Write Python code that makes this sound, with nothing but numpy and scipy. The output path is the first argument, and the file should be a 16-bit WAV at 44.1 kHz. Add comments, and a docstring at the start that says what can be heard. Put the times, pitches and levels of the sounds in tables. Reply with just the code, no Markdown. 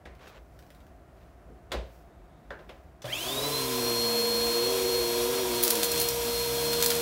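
"""A plug taps and a cord rustles in a small carpeted room. An upright vacuum cleaner is set down with a
thud, its handle is unlatched and the switch clicks, each knock ringing the plastic shell. The motor
winds up to a fan-blade whine over rushing air. The brush roll drones as its bristles beat the carpet,
then bogs down in the pile, and crunchy crumbs crackle up the plastic duct."""
import sys
import numpy as np
from scipy import signal
from scipy.fft import rfft, irfft, next_fast_len
from scipy.io import wavfile
from scipy.ndimage import uniform_filter1d

SR = 44100
rng = np.random.default_rng(int(sys.argv[2]) if len(sys.argv) > 2 else 0)


def put_to_file(sound):
    """Save the sound as 16-bit audio at rate SR, in the file named by the first command-line argument."""
    columns = np.atleast_2d(sound).T  # one column per channel
    safe = np.clip(columns, -1, 1)
    whole_steps = np.round(safe * 32767)
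    wavfile.write(sys.argv[1], SR, whole_steps.astype(np.int16))


N = 309141
TIME = np.arange(N) / SR

MOTOR_ON_S, CURRENT_ON_S = 2.999, 3.045  # the shaft starts; then the stator buzzes and air moves
FREE_HZ, SAG_HZ, SPIN_UP_S = 474.0, 6.3, 0.173  # shaft: free rate, sag at full load, time constant
BRUSH_FREE_HZ = 126.88  # below this strike rate the pile is loading the roll
PUSH_S, PUSH_LENGTH_S = 4.45, 0.097  # the machine is pushed off
SETTLE_S, SETTLE_LENGTH_S = 4.95, 0.9  # its nozzle sinks into the pile

# Tone colours of the noisy layers. Each row: frequency in Hz, relative level in dB.
ROOM_TONE_EQ = [(15, -51), (25, -40), (36, -14), (59, 1.5), (92, -12.5), (175, -13), (223, -18.5),
                (363, -16.5), (463, -23), (714, -15), (818, -25.5), (1370, -28.5), (2110, -35.5),
                (3620, -45.5), (16000, -53.5)]
CORD_TICK_EQ = [(500, -20), (1500, 4), (3000, 5), (6000, -3.5), (10000, -8.5), (16000, -6)]
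RUSTLE_EQ = [(150, -1), (400, 14.5), (1500, 8), (3500, 0.5), (7000, -11.5), (10000, -22), (16000, -19)]
FABRIC_EQ = [(2500, -16), (5000, -1), (9000, -8), (15500, -2)]
SHELL_EQ = [(100, -1.5), (300, 0.5), (520, 9), (900, 0.5), (1500, -3.5), (2400, -6), (3800, -9.5),
            (5500, -16), (8000, -22), (15000, -30)]
CRUMB_EQ = [(500, -39), (1500, -5.5), (2400, -8.5), (3500, -1.5), (7000, -2.5), (11000, -1.5),
            (16000, -1.5)]
EXHAUST_EQ = [(300, -11), (900, -2.5), (1400, -1), (1820, -1.5), (2500, 4), (2900, 1.5), (3400, 5),
              (3900, 1), (4700, 2), (5400, 2), (7400, -1), (9500, -1), (11000, 0.5), (15800, -1.8)]
NOZZLE_RUSH_EQ = [(40, -40), (110, -7.5), (200, -15), (340, -0.5), (430, -11.5), (550, -3), (700, -5),
                  (830, -9), (1000, -8.5), (1150, -9.5), (1600, -19), (3000, -36)]
# Ticks of the cord. Each row: start in seconds, relative level in dB.
CORD_TICKS = [(.15, -53), (.195, -60), (.22, -55), (0.278, -43), (0.59, -45), (.624, -51), (.664, -55),
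              (.703, -44.5), (.747, -49.5), (.803, -53), (.866, -53)]
# Cord and clothes moving. Each row: peak time and half length in seconds, rustle and swish in dB.
MOVES = [(0.245, 0.042, -50, -77), (0.285, 0.026, -56, -68), (0.347, 0.041, -52.5, -80),
         (0.67, 0.31, -77, -73.5), (1.233, 0.11, -68, -78), (1.945, 0.1, -70, -67.5),
         (2.698, 0.23, -72, -74)]
# Ring of the plastic body. Each row: pitch in Hz, time to fall 60 dB in seconds, relative level in dB.
BODY_MODES = [(370, 0.25, -9.5), (552, 0.53, -15), (676, 0.21, -28), (1024, 0.36, -15), (1570, 0.17, -16.5),
              (1654, 0.16, -19), (3470, 0.03, -5), (3970, 0.071, -26)]
# Knocks on the body. Each row: start in seconds, level in dB, pitch of the struck part in Hz,
# boost at that pitch in dB, treble tilt in dB per octave.
KNOCKS = [(0.0545, -46.5, 1900, 7, 0), (1.709, -52, 2700, 5, -2), (1.718, -33, 3980, 2, 2),
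          (1.741, -33.5, 560, 4.5, -2.5), (1.765, -45, 180, 13, -3.5), (2.505, -38, 1610, 13, -2),
          (2.518, -60, 380, 20, -9), (2.591, -49.5, 1750, 2, -2), (2.6918, -45.5, 2590, 4, 0.3),
          (3.0191, -49.5, 5930, 7, 5), (3.0426, -39.5, 600, 6, 0.5), (3.054, -42, 590, 3, 4)]
# Crumbs hitting the duct. Each row: start in seconds, relative level in dB, decay time in seconds,
# treble tilt in dB per octave.
CRUMBS = [(5.629, -20, 0.00097, 4), (5.634, -18.5, 0.0013, 0), (5.637, -15, 0.00055, 9),
          (5.6497, -17.5, 0.00041, 1.5), (5.704, -14, 0.0019, 3), (5.708, -14.5, 0.00065, -0.5),
          (5.753, -20.5, 0.0044, -1), (5.831, -14, 0.0026, -0.5), (5.842, -19, 0.0055, 3),
          (5.916, -18, .004, 3), (5.9576, -25, 0.0031, -3), (5.976, -22, 0.0042, -1),
          (5.9988, -18, 0.0034, 4), (6.012, -16.5, 0.0061, 2.5), (6.086, -18, .003, 2.5),
          (6.7295, -21.5, 0.0057, -3.5), (6.801, -25, 0.0054, -4.5), (6.813, -25, 0.0029, -3),
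          (6.8241, -12, 0.0032, 0.5), (6.834, -24.5, 0.0035, -6), (6.8426, -19, 0.0036, 2),
          (6.8613, -16, 0.0005, 0), (6.8634, -18, 0.00082, 2), (6.9021, -15.5, 0.0042, -2),
          (6.914, -27.5, 0.0058, -7)]
# Sprays of fine grit. Each row: peak time and half length in seconds, relative level in dB.
GRIT_PATCHES = [(5.69, 0.11, -25.5), (6.002, 0.08, -27.5), (6.927, 0.06, -23.5)]
# Air resonances of the housing and dust bin, then of the duct, which also has a notch.
# Each row: centre in Hz, width in Hz, gain in dB.
HOUSING_RESONANCES = [(625, 31, 7), (717, 25, 8), (910, 9, 8.5), (1210, 5.6, 6), (1312, 26, 5),
                      (1636, 62, 6), (3450, 100, 3)]
DUCT_RESONANCES = [(3170, 190, 9), (6600, 700, 5.5), (9500, 1000, -8)]
# Pace of the brush roll. Each row: time in seconds, bristle strikes per second.
BRUSH_SPEED = [(3.3, 128), (3.46, 142), (3.58, 135), (3.71, 126.6), (4.13, 114), (4.31, 111), (4.52, 114.5),
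               (4.73, 128.5), (4.92, 124), (5.13, 117), (5.35, 128), (5.66, 120), (5.81, 104.8), (6.05, 68),
               (6.21, 57.4), (6.38, 58.7), (6.82, 81.5), (7.0, 82)]
# How loudly nozzle and floor radiate the drone. Each row: frequency in Hz, level in dB.
NOZZLE_RESPONSE = [(58, -43), (84, -45), (110, -60), (122, -51), (133, -49.5), (165, -48.5), (200, -51.5),
                   (225, -45.5), (250, -45.5), (290, -54), (325, -43), (344, -42.5), (355, -34),
                   (366, -33.5), (382, -36), (430, -39)]
# Body of the drone. Each row: multiple of the strike rate, change in dB while standing still,
# change in dB once sunk in the pile.
BRUSH_HARMONICS = [(1, 5.5, -3), (2, 5.5, 4), (3, -5.5, 0.5)]
# Weaker tones of brush roll and motor. Each row: multiple of its turning rate, base level in dB.
BRUSH_ORDERS = [(1, -59), (3, -67), (5, -60.5), (7, -68), (8, -46.5), (10, -52.5), (12, -59)]
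MOTOR_ORDERS = [(2, -50.5), (3, -61), (7, -59), (8, -58), (11, -56.5), (12, -51), (18, -52.5), (24, -50)]
# Fan whine and shaft hum swell and fade as the machine moves through the room.
# Each row: time in seconds, base level in dB.
WHINE_LEVELS = [(3.85, -35), (4.01, -33), (4.65, -33.5), (4.79, -44.5), (4.93, -34), (5.26, -44.5),
                (5.31, -53), (5.37, -38.5), (5.45, -51.5), (5.59, -37.5), (5.64, -50), (6.02, -35.5),
                (6.09, -38.5), (6.15, -51), (6.39, -35.5), (6.52, -42), (6.74, -36), (7.0, -44.5)]
HUM_LEVELS = [(3.6, -38), (4.17, -31.5), (5.3, -31), (5.49, -38.5), (5.77, -34), (7.0, -30.5)]


def undb(db):
    """Decibels to gain."""
    return 10 ** (np.asarray(db) / 20)


def unit(x):
    """Scale to an rms of one."""
    return x / np.sqrt(np.mean(x ** 2))


def curve(table):
    """An automation line through (seconds, value) points."""
    return np.interp(TIME, *np.transpose(table))


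def ramp(start, length):
    """Rise from zero to one."""
    return np.clip((TIME - start) / length, 0, 1)


def swell(s, half_length):
    """A smooth rise and fall around a moment."""
    return np.exp(-((TIME - s) / half_length) ** 2)


def fade(t, t60):
    """Free decay, 60 dB down after t60."""
    return np.exp(-np.log(1000) * t / t60)


def walk(rate):
    """Smooth random wandering with a spread near one."""
    hold = max(int(SR / rate), 2)
    steps = np.repeat(rng.standard_normal(N // hold + 1), hold)
    return 1.289 * uniform_filter1d(uniform_filter1d(steps, hold), hold)[:N]


def colour(x, spectrum):
    """Minimum-phase EQ with the given (Hz, dB) outline."""
    hz, db = np.transpose(spectrum)
    size = 2 * next_fast_len(len(x))
    log_hz = np.log(np.fft.rfftfreq(size, 1 / SR) + 1)
    cepstrum = irfft(np.log(undb(np.interp(log_hz, np.log(hz), db))))
    cepstrum[1:size // 2] *= 2
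    cepstrum[size // 2 + 1:] = 0
    return irfft(rfft(x, size) * np.exp(rfft(cepstrum)))[:len(x)]


def noise(spectrum):
    """Coloured noise with an rms of one."""
    return unit(colour(rng.standard_normal(N), spectrum))


def add(out, s, x):
    """Mix a sound in at a time."""
    i = int(s * SR)
    out[i:i + len(x)] += x[:N - i]


def tone(phase, db):
    """A sine with the given rms level."""
    return np.sqrt(2) * undb(db) * np.sin(phase + rng.uniform(0, 2 * np.pi))


def angle(hz):
    """Phase of something that turns at hz."""
    return 2 * np.pi * np.cumsum(hz) / SR


def clatter(length, scatter_db=5):
    """A skitter on plastic: a short run of clicks with the energy of one millisecond at full level."""
    t = TIME[:SR // 20]
    contact = np.minimum(2 * t / length, 1) * np.exp(-t / length)
    clicks = rng.standard_normal(len(t)) * undb(scatter_db * rng.standard_normal(len(t))) * contact
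    return clicks / np.linalg.norm(clicks) * np.sqrt(SR / 1000)


def room(x, wet_db, t60):
    """Add the short wash of the nearby walls."""
    t = TIME[:SR // 2]
    tail = rng.standard_normal(len(t)) * fade(t, t60) * (t > .004)
    return x + undb(wet_db) * signal.fftconvolve(x, tail / np.linalg.norm(tail))[:N]


def room_tone(db=-52):
    """A low, gently wavering bed of noise."""
    return noise(ROOM_TONE_EQ) * undb(db + 0.44 * walk(7.5))


def squeak(start=1.87, end=2.6, hz=3680, db=-80):
    """A faint, scratchy plastic squeak as the handle is pushed."""
    push = np.sin(np.pi * ramp(start, end - start))
    return push * tone(angle(hz * (1 + 0.056 * walk(1500))), db + 2.5 * walk(29.6))


def footstep(s=1.52, half_length=0.042, db=-54):
    """A soft step on the carpet."""
    muffled = noise([(80, -13), (200, 1), (480, 6), (900, -29), (4000, -52)])
    return muffled * undb(db) * swell(s, half_length)


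def cord(grain_db=3):
    """The cord slides through the hands in tiny slips and ticks as it uncoils; clothes swish."""
    ticks = np.zeros(N)
    for s, db in CORD_TICKS:
        add(ticks, s, undb(db) * clatter(0.0025))
    sliding = sum(undb(db) * swell(s, half_length) for s, half_length, db, _ in MOVES)
    swishing = sum(undb(db) * swell(s, half_length) for s, half_length, _, db in MOVES)
    slips = unit(colour(rng.standard_normal(N) * undb(grain_db * walk(400)), RUSTLE_EQ))
    swish = noise(FABRIC_EQ) * swishing * undb(1.1 * walk(24.9))
    ticks = room(colour(ticks, CORD_TICK_EQ), wet_db=-1.0, t60=0.18)
    return ticks + slips * sliding * undb(1.5 * walk(49.6)) + swish


def floor_thud(s=1.742, hz=58, db=-31, rise=0.031, t60=0.27):
    """The machine's weight sinks into the carpet and sets the floor swinging."""
    age = np.maximum(TIME - s, 0)
    swing = np.minimum(age / rise, 1) * fade(np.maximum(age - rise, 0), t60)
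    return swing * tone(2 * np.pi * hz * age, db)


def knocks(contact_s=0.00071, tail_db=-3, part_octaves=0.36, part_t60=0.14, part_db=-19):
    """Plug, landing, latch and switch: each cracks the plastic shell and rings its modes into the room."""
    out, t = np.zeros(N), TIME[:SR // 2]
    hz = np.geomspace(50, 16000, 60)
    attack = slice(SR // 50)  # the first 20 ms set the level
    for s, db, part_hz, boost_db, tilt_db in KNOCKS:
        crack, tail = rng.standard_normal((2, len(t)))
        # carpet and curtain take the treble out of the tail
        tail = signal.sosfilt(signal.butter(1, 3500, fs=SR, output="sos"), tail)
        crack = crack * fade(t, t60=0.12) + undb(tail_db) * tail * fade(t, t60=0.38)
        crack = colour(crack * np.minimum(t / contact_s, 1), SHELL_EQ)
        # the struck part rings along with the whole body
        modes = BODY_MODES + [(part_hz, part_t60, part_db)]
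        ring = sum(tone(2 * np.pi * f * t, mode_db) * fade(t, t60) for f, t60, mode_db in modes)
        octaves = np.log2(hz / part_hz)
        shape_db = boost_db * np.exp(-(octaves / part_octaves) ** 2) + tilt_db * octaves
        hit = colour(crack / crack[attack].std() + ring, np.column_stack([hz, shape_db]))
        add(out, s, undb(db) * hit / hit[attack].std())
    return out


def debris(grit_per_s=260, spread_db=5, crumb_trim_db=3.5, grit_trim_db=-8):
    """Large crumbs crack against the duct, some bright and some dull, amid a spray of fine grit."""
    out = np.zeros(N)
    octaves = np.arange(-4, 2)
    for s, db, length, tilt_db in CRUMBS:
        tilt = np.column_stack([8000 * 2. ** octaves, tilt_db * octaves])
        add(out, s, undb(db + crumb_trim_db) * colour(clatter(length), tilt))
    patches = sum(undb(db) * swell(s, half_length) for s, half_length, db in GRIT_PATCHES)
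    specks = (rng.random(N) < grit_per_s / SR) * rng.choice([-1, 1], N)
    grit = unit(specks * undb(spread_db * rng.standard_normal(N)))
    out += grit * undb(grit_trim_db) * patches
    return room(colour(out, CRUMB_EQ), wet_db=-4.0, t60=0.19)


def inrush(hz=122, db=-40, t60=0.49):
    """The stator buzzes at twice the mains rate, dying away as the motor starts."""
    age = np.maximum(TIME - CURRENT_ON_S, 0)
    phase = 2 * np.pi * hz * age
    return (age > 0) * fade(age, t60) * (tone(phase, db) + tone(5 * phase, db - 2.5))


def suction_note(speed, open_hz=1019, settled_hz=972, open_db=-41, sealed_db=-47, width_hz=110):
    """Turbulence rings a hollow note in the duct; it softens as the nozzle seals, sinks as it settles."""
    hz = open_hz + (settled_hz - open_hz) * ramp(SETTLE_S, SETTLE_LENGTH_S)
    db = open_db + (sealed_db - open_db) * ramp(start=3.7, length=1.0)
    eddies = walk(width_hz) + 1j * walk(width_hz)
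    return unit(np.real(eddies * np.exp(1j * angle(hz)))) * undb(db) * speed ** 4.1


def housing(x):
    """The hollow body lifts narrow bands of the air noise."""
    hz = np.fft.rfftfreq(N, 1 / SR)
    lift_db = sum(db / (1 + (2 * (hz - f) / width) ** 2) for f, width, db in HOUSING_RESONANCES)
    return irfft(rfft(x) * undb(lift_db), N)


def air(speed, load, beat, hiss_db=-33, rush_db=-40, hiss_choke_db=-4, rush_choke_db=-3, bright_db=4):
    """Exhaust hiss and a lower nozzle rush grow with fan speed, chopped by the passing bristles."""
    hiss = unit(housing(noise(EXHAUST_EQ)))
    rush = unit(housing(noise(NOZZLE_RUSH_EQ)))
    closer_db = 0.7 * np.maximum(TIME - SETTLE_S, 0)  # the hiss grows as the machine rolls closer
    # deep pile thins the hiss and chokes the flow
    treble = signal.sosfilt(signal.butter(1, 6000, "high", fs=SR, output="sos"), hiss)
    treble = signal.sosfilt(signal.butter(1, 6000, "high", fs=SR, output="sos"), treble[::-1])[::-1]
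    hiss += (undb(bright_db * load) - 1) * treble
    hiss *= speed ** 1.84 * undb(hiss_db + hiss_choke_db * load + closer_db + 0.58 * walk(22.04))
    rush *= speed * undb(rush_db + rush_choke_db * load + walk(12))
    chop = np.cos(beat)
    return (hiss * (1 + 0.048 * chop) + rush * (1 + 0.17 * chop)) * (TIME > CURRENT_ON_S)


def brush_roll(hz, load, jitter=.07, wobble=0.01218, patchy_db=1.3, waver_db=6, bogged_db=-5,
               idle_db=-2):
    """Two rows of bristles beat the carpet, wavering over uneven pile. Returns drone and beat phase."""
    grip = ramp(start=3.15, length=0.34)
    rolling = ramp(PUSH_S, PUSH_LENGTH_S)
    slowing_hz_per_s = np.maximum(-np.gradient(hz) * SR, 0)
    braking = uniform_filter1d(slowing_hz_per_s, size=SR // 10) * (hz < BRUSH_FREE_HZ)
    # drag roughens the drone: the belt slips at the start and when the pile brakes the roll
    drag = 0.066 + 0.09 * rolling + 0.39 * load + braking / 280 + 0.605 * (1 - grip)
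    beat = angle(hz * (1 + jitter * drag * walk(70) + wobble * rolling * walk(18)))
    flutter_db = 0.5 + 3 * drag
    out = np.zeros(N)
    for order, standing_db, settled_db in BRUSH_HARMONICS:
        db = np.interp(order * hz, *np.transpose(NOZZLE_RESPONSE))
        db += standing_db * (1 - rolling) + settled_db * ramp(SETTLE_S, SETTLE_LENGTH_S)
        db += bogged_db * load
        out += tone(order * beat, db + flutter_db * walk(40) + patchy_db * rolling * walk(8))
    turn = beat / 2  # two strikes to a turn
    for order, db in BRUSH_ORDERS:
        level_db = db + idle_db * (1 - rolling) + waver_db * walk(16)
        out += np.sqrt(hz / hz.max()) * tone(order * turn, level_db)
    return out * grip, beat


def motor(hz, blades=9, whine_onset=0.31, whine_trim_db=2, flutter_db=0.9, rasp_db=6, strain_db=22,
          squeal_octaves=0.77, echo_lag_s=0.00637, echo_share=0.8):
    """Fan-blade whine, shaft hum and commutator tones, all locked to one shaft and growing with speed."""
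    speed = hz / FREE_HZ
    # a slow rotor draws a heavy current: it runs roughly and squeals
    strain = np.clip(1 - speed, 0, .5)
    unsteadiness = 0.000592 * walk(9) + 0.00047 * walk(120) + 0.0702 * strain * walk(600)
    turn = angle(hz * (1 + unsteadiness))
    # a wall echo ripples the whine as its pitch climbs
    echo_phase = 2 * np.pi * blades * (hz - FREE_HZ) * echo_lag_s
    ripple = np.abs(1 + echo_share * np.exp(1j * echo_phase)) / (1 + echo_share)
    # the blades only sing once they move enough air
    blowing = np.clip((speed - whine_onset) / (1 - whine_onset), 0, 1)
    whine_db = curve(WHINE_LEVELS) + whine_trim_db + flutter_db * walk(45) + rasp_db * strain * walk(150)
    whine = blowing ** 0.62 * ripple * tone(blades * turn, whine_db)
    hum = speed ** 3.2 * tone(turn, curve(HUM_LEVELS) + .5 * walk(25))
    out = whine + hum
    for order, db in MOTOR_ORDERS:
        tone_hz = order * hz
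        # a tone flares as it sweeps through a duct resonance; the squeal lies around the lowest
        flare_db = sum(gain / (1 + ((tone_hz - f) / width) ** 2) for f, width, gain in DUCT_RESONANCES)
        octaves_off = np.abs(np.log2(tone_hz / DUCT_RESONANCES[0][0]))
        squeal_db = strain_db * strain * np.maximum(1 - octaves_off / squeal_octaves, -0.55)
        # turbulence makes these tones shimmer and smears the high ones
        shimmer_db = (1 - 2 * strain) * 2 * walk(6) + 3 * walk(120)
        smear = (0.04 + 0.12 * strain) * walk(70)
        out += speed ** 0.48 * tone(order * (turn + smear), db + flare_db + squeal_db + shimmer_db)
    return out * ramp(CURRENT_ON_S, 0.076)


def shaft_rate(load):
    """Turns per second: the rotor's inertia smooths its wind-up and its sag under the brush's load."""
    target_hz = (FREE_HZ - SAG_HZ * load) * (TIME > MOTOR_ON_S)
    inertia = np.exp(-1 / (SPIN_UP_S * SR))
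    return np.maximum(signal.lfilter([1 - inertia], [1, -inertia], target_hz), 1)


def scene():
    """The running machine and its handling noises over room tone, the same left and right."""
    brush_hz = curve(BRUSH_SPEED)
    load = np.clip(1 - brush_hz / BRUSH_FREE_HZ, 0, 1)  # the pile's hold on the roll
    shaft_hz = shaft_rate(load)
    speed = shaft_hz / FREE_HZ
    brush, beat = brush_roll(brush_hz, load)
    machine = motor(shaft_hz) + inrush() + brush + air(speed, load, beat) + suction_note(speed) + debris()
    handling = cord() + footstep() + knocks() + floor_thud() + squeak()
    return np.tile(machine + handling + room_tone(), (2, 1))


def record(dry):
    """Drop the deepest bass and cut the top steeply."""
    dry = signal.sosfilt(signal.butter(6, 38, "high", fs=SR, output="sos"), dry)
    return signal.sosfilt(signal.ellip(12, .1, 85, 15720, fs=SR, output="sos"), dry)


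dry = scene()
out = record(dry)
put_to_file(out)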